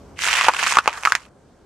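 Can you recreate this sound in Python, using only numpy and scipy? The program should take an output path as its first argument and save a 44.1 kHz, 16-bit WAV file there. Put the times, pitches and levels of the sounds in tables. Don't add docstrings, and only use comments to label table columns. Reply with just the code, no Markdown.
import sys
import numpy as np
from scipy import signal
from scipy.io import wavfile
from scipy.ndimage import uniform_filter1d

SR = 44100
rng = np.random.default_rng(int(sys.argv[2]) if len(sys.argv) > 2 else 0)


def digitize_waveform(pressure):
    field = np.atleast_2d(pressure).T
    bounded = np.clip(field, -1, 1)
    quanta = np.round(bounded * 32767).astype(np.int16)
    wavfile.write(sys.argv[1], SR, quanta)


def to_linear_factor(level_db):
    exponent = np.asarray(level_db, float) / 20
    return 10 ** exponent


N = 72765

# f/Hz, level/dB (per Hz)
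STREET_SPECTRUM = [(25, -17.5), (62, -5), (115, -7), (200, -10.5), (520, -10), (1250, -22.5), (2100, -34.5),
                   (6500, -34.5), (12000, -52.5)]
# f/Hz, correlation/1
LIKENESS = [(60, 1), (500, 0.78), (1400, .85), (2800, 0.64), (5600, 0.32), (11000, 0.2), (15000, -.2)]
# f/Hz, level/dB
LEAN = [(60, -2.5), (500, -1.5), (1400, 0), (2800, -3.5), (15000, -1)]
# f/Hz, level/dB (per Hz)
CRACKLE_SPECTRUM = [(300, -19), (600, -14), (1100, 1), (2800, -1), (3400, -9.5), (4400, -10), (7200, -8),
                    (8500, -13), (15900, -42.5)]
# t/s, level/dB, dryness (treble share)/dB, fullness (low share)/dB
LOAD = [(.16, -52.5, -4, -19), (0.189, -28.5, -4, -18), (.225, -21.5, 0, -17), (0.251, -21.5, 1, -2.5),
        (.40, -20, -3, -3.5), (.48, -22, -3.5, 0), (0.503, -32.5, -0.5, 3), (0.602, -24, -1.5, 0.5),
        (0.721, -24, 1.5, -8.5), (0.786, -34.5, -1, 16), (.81, -51, 2.5, 9.5), (0.839, -40, 0, 4),
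        (.90, -37, -5, 4.5), (1.02, -46, 6.5, 13), (1.061, -40, 7, 6.5), (1.17, -42, -1, 5),
        (1.255, -52, 2, 2.5), (1.29, -58, -1, -3.5)]
# t/s, peak level/dB, f/Hz
FIBRE_SNAPS = [(0.1906, -14.1, 2120.0), (0.2193, -11.4, 3230.0), (0.2364, -6.6, 1610.0),
               (0.2442, -6.2, 2360.0), (0.2654, -5.4, 2300.0), (0.2752, -4.5, 1430.0),
               (0.2855, -7.5, 1490.0), (0.3105, -9.4, 1440.0), (0.3299, -1.0, 2710.0),
               (0.3383, -2.2, 2770.0), (0.3536, -8.3, 2810.0), (0.3682, -8.2, 2510.0),
               (0.3739, -10.8, 2840.0), (0.3857, -3.5, 2120.0), (0.4111, -2.6, 1180.0),
               (0.4191, -8.1, 1440.0), (0.4296, -8.6, 2280.0), (0.4385, -8.9, 2090.0),
               (0.444, -3.6, 1130.0), (0.467, -9.8, 840.0), (0.5369, -10.6, 1170.0), (0.5474, -9.9, 2700.0),
               (0.5638, -14.9, 1780.0), (0.5925, -11.9, 1580.0), (0.5953, -10.9, 2650.0),
               (0.6286, -7.2, 1150.0), (0.6344, -4.3, 2750.0), (0.6402, -5.7, 1870.0), (0.665, -4.8, 1270.0),
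              (0.6696, -1.6, 1520.0), (0.6735, -6.1, 1220.0), (0.6929, -12.0, 1590.0),
              (0.7087, -10.6, 1130.0), (0.7158, -8.6, 1610.0), (0.7231, -3.4, 1110.0),
              (0.7377, -7.3, 1610.0), (0.7532, -13.0, 1090.0), (0.7557, -6.3, 2710.0),
              (0.8076, -23.8, 1530.0), (0.8949, -17.9, 2660.0), (0.9042, -23.8, 1140.0),
              (0.9162, -27.1, 1850.0), (0.9291, -16.0, 2310.0), (0.9361, -20.2, 1120.0),
              (0.9739, -22.3, 1260.0), (0.9788, -20.3, 1100.0), (1.0271, -26.4, 1080.0),
              (1.075, -7.9, 1380.0), (1.098, -22.0, 2730.0), (1.2522, -35.6, 2660.0)]
# t/s, peak level/dB, f/Hz, ring/cycles, crack level/dB
POPS = [(0.4843, 8.5, 950, 3.5, -23.5), (0.4879, 0, 1330, 10.2, -16), (0.7702, 3.5, 1131, 13, -18),
        (0.7864, 5, 1346, 10, -17), (0.8589, -12, 970, 2.1, -20), (.8768, 3, 1000, 3.46, -15.5),
        (1.0349, -12, 1120, 2, -16), (1.052, 3, 1895, 2.4, -16.5), (1.0581, -1, 1336, 7.2, -17.5),
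        (1.0725, -2, 1260, 15, -29.5), (1.104, -19, 1190, 6.5, -24.5), (1.1216, 4, 1530, 6.7, -18),
        (1.152, -0.5, 1940, 4.1, -11)]
SNAPS = FIBRE_SNAPS

STREET_DB, EARLY_STREET_DB = -50.5, 6
IDLE_HZ, IDLE_T60_S, IDLE_DB = 60, .3, -8.5
DUCK_DB, DUCK_FROM_DB, RECOVER_DB_PER_S = -0.0963, -28, 37
GRAINS_PER_S, GRAIN_SPREAD_DB, CLUMP_DB, GRAIN_CYCLES = 14000, 3.5, 2.5, 10
CRACKLE_DB, STIR_DB, STIR_S = 1, 4, .009
SNAP_CYCLES, SNAP_DB, SNAP_ECHO_DB, SNAP_T60_S = 7.0, -1.5, -9, .03
SNAP_CRACK_DB, SNAP_THUD_DB = -11.5, -34.5
POP_DB = 0
POP_ECHO_DB, POP_T60_S, POP_THUD_DB = (-12, -14), (.055, .06), (-13.5, -27.5)
ECHOES_PER_S, FIRST_ECHO_S = 1500, .0018
CRACK_T60_S, CRACK_TAIL_DB, CRACK_LOW_HZ, CRACK_HIGH_HZ = .005, -13, 3500, 7240
STALK_LOW_HZ, STALK_HIGH_HZ, STALK_LOW_SHARE, LONGEST_RING_CYCLES = 950, 3400, 0.79, 13
SKIN_HZ, SKIN_DB, SKIN_T60_S, THUD_HZ = 2345, 8.5, .004, 460
CLIP, CUTOFF_HZ = 1.0, 16000


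def rms_one(x):
    return x / np.sqrt(np.mean(x ** 2) + 1e-20)


def at_hz(points, hz):
    table = np.array(points)
    return np.interp(np.log(hz), np.log(table[:, 0]), table[:, 1])


def band(x, low_hz, high_hz, order=2):
    sos = signal.butter(order, [low_hz, min(high_hz, .45 * SR)], "band", fs=SR, output="sos")
    return signal.sosfilt(sos, x)


def drift(rate_hz):
    r = np.exp(-2 * np.pi * rate_hz / SR)
    wander = signal.lfilter([1], [1, -2 * r, r * r], rng.standard_normal(N + 8000))
    return rms_one(wander[8000:])


def ring(clicks, hz, t60):
    r, w = to_linear_factor(-60 / (t60 * SR)), 2 * np.pi * hz / SR
    return signal.lfilter([0, np.sin(w)], [1, -2 * r * np.cos(w), r * r], clicks + 1e-18)


def lean_gain(hz):
    return to_linear_factor(at_hz(LEAN, hz) / 2 * np.array([[1], [-1]]))


def spread(mid, side, hz):
    alike = np.clip(at_hz(LIKENESS, hz), -.9, 1)
    pair = np.sqrt(1 + alike) * mid + np.sqrt(1 - alike) * side * [[1], [-1]]
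    return pair * lean_gain(hz) / np.sqrt(2)


def street():
    edges = 25 * 2 ** np.arange(0, 9.6, .5)
    white = rng.standard_normal((2, 2, N + 8000))
    hum = 0
    for k, (low, high) in enumerate(zip(edges, edges[1:])):
        mid, side = band(white[k % 2], low, high)[:, 8000:]
        hz = np.sqrt(low * high)
        level = to_linear_factor(at_hz(STREET_SPECTRUM, hz) + 2.0 * drift(2.7))
        hum = hum + level * spread(mid, side, hz) / lean_gain(hz)
    idle = ring(white[0, 0], IDLE_HZ, IDLE_T60_S)[8000:]
    background = rms_one(hum) + to_linear_factor(IDLE_DB) * rms_one(idle)
    nearness_db = np.interp(np.arange(N) / SR, [.3, 1.2], [EARLY_STREET_DB, 0])
    return to_linear_factor(STREET_DB + nearness_db) * rms_one(background)


def ducking(loud):
    t = np.arange(N) / SR
    power = uniform_filter1d(np.mean(loud ** 2, axis=0), size=200)
    level = 10 * np.log10(power + 1e-12)
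    held = np.maximum.accumulate(level + RECOVER_DB_PER_S * t) - RECOVER_DB_PER_S * t
    return to_linear_factor(DUCK_DB * np.maximum(held - DUCK_FROM_DB, 0))


def crackle():
    t = np.arange(N) / SR
    sizes = to_linear_factor(GRAIN_SPREAD_DB * np.minimum(rng.exponential(1, N), 4)) * rng.choice([-1, 1], N)
    born = rng.random(N) < GRAINS_PER_S * to_linear_factor(CLUMP_DB * drift(40)) / SR
    pitches = np.geomspace(450, 14500, 24)
    share = np.cumsum(pitches ** .5) / np.sum(pitches ** .5)
    dealt = np.searchsorted(share, rng.random(N))
    place = rng.choice([-1, 1], N)
    load_s, *columns = np.transpose(LOAD)
    level, dry, full = [np.interp(t, load_s, column) for column in columns]
    out = 0
    for k, hz in enumerate(pitches):
        clicks = sizes * born * (dealt == k)
        rung = ring(np.array([clicks, clicks * place]), hz, GRAIN_CYCLES / hz)
        mid, side = rms_one(band(rung, hz / 1.3, hz * 1.376))
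        treble_tilt = dry * np.clip(np.log2(hz / 2500), 0, 1.5)
        low_tilt = full * np.clip(np.log2(2000 / hz) * 2, 0, 1)
        gain = to_linear_factor(at_hz(CRACKLE_SPECTRUM, hz) + treble_tilt + low_tilt) * np.sqrt(hz / 2000)
        out = out + gain * spread(mid, side, hz) / 3
    since = t[:, None] - np.array(SNAPS)[:, 0]
    stirred = np.sum(np.exp(-np.abs(since) / STIR_S) * (since > 0), axis=1)
    stir_db = STIR_DB * (np.minimum(stirred, 1) - .5)
    loaded = (t > load_s[0]) * (t < load_s[-1])
    return to_linear_factor(level + CRACKLE_DB + stir_db) * out * loaded


def burst(hz, t60, cycles, echo_db, crack_db, thud_db):
    t = np.arange(4410) / SR
    draw, noise = rng.random((2, len(t))), rng.standard_normal((4, len(t)))
    click = 1.0 * (t == 0)
    stalk = ring(click, hz, min(cycles, LONGEST_RING_CYCLES) / hz)
    skin = ring(click, SKIN_HZ * rng.uniform(0.66, 1.15), SKIN_T60_S)
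    pulse = stalk + to_linear_factor(SKIN_DB + crack_db) * skin
    pulse = -band(pulse, min(STALK_LOW_SHARE * hz, STALK_LOW_HZ), STALK_HIGH_HZ)
    pulse = pulse / np.max(np.abs(pulse))
    struck = (draw < ECHOES_PER_S / SR) * (t > FIRST_ECHO_S)
    taps = struck * np.sign(noise[:2]) * to_linear_factor(echo_db - 60 * t / t60)
    mid, side = signal.fftconvolve(taps, pulse[None, :500])[:, :len(t)]
    fade = to_linear_factor(-60 * t / CRACK_T60_S) + to_linear_factor(CRACK_TAIL_DB - 60 * t / t60)
    high = band(noise[2:] * fade, CRACK_LOW_HZ, CRACK_HIGH_HZ)
    crack = to_linear_factor(crack_db) * 2 * spread(high[0], high[1], 4000)
    thud = to_linear_factor(thud_db) * band(ring(click, THUD_HZ, 2.5 / THUD_HZ), 160, 2000, order=1)
    delay_difference = np.roll(pulse, 2, axis=0) - pulse
    return spread(pulse + mid, 0.51 * side + 2 * delay_difference, hz) + crack + thud


def add_at(out, s, db, sound):
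    start = int(s * SR)
    out[:, start:start + sound.shape[1]] += to_linear_factor(db) * sound


def snaps():
    out = np.zeros((2, N + SR))
    for s, db, hz in SNAPS:
        sound = burst(hz, SNAP_T60_S, SNAP_CYCLES, SNAP_ECHO_DB, SNAP_CRACK_DB, SNAP_THUD_DB)
        add_at(out, s, db + SNAP_DB, sound)
    return out[:, :N]


def pops():
    out = np.zeros((2, N + SR))
    for s, db, hz, cycles, crack_db in POPS:
        leaving = int(s > 1)
        sound = burst(hz, POP_T60_S[leaving], cycles, POP_ECHO_DB[leaving], crack_db, POP_THUD_DB[leaving])
        add_at(out, s, db + POP_DB, sound)
    return out[:, :N]


def scene():
    crush = crackle() + snaps() + pops()
    return ducking(crush) * street() + crush


def top_cut(x):
    return signal.sosfilt(signal.butter(12, 16030, fs=SR, output="sos"), x)


def record(dry):
    low_pass = signal.cheby2(10, 50, CUTOFF_HZ, fs=SR, output="sos")
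    clipped = np.clip(signal.sosfilt(low_pass, dry), -CLIP, CLIP)
    high_pass = signal.butter(1, 30, "high", fs=SR, output="sos")
    return top_cut(signal.sosfilt(high_pass, clipped))


dry = scene()
out = record(dry)
digitize_waveform(out)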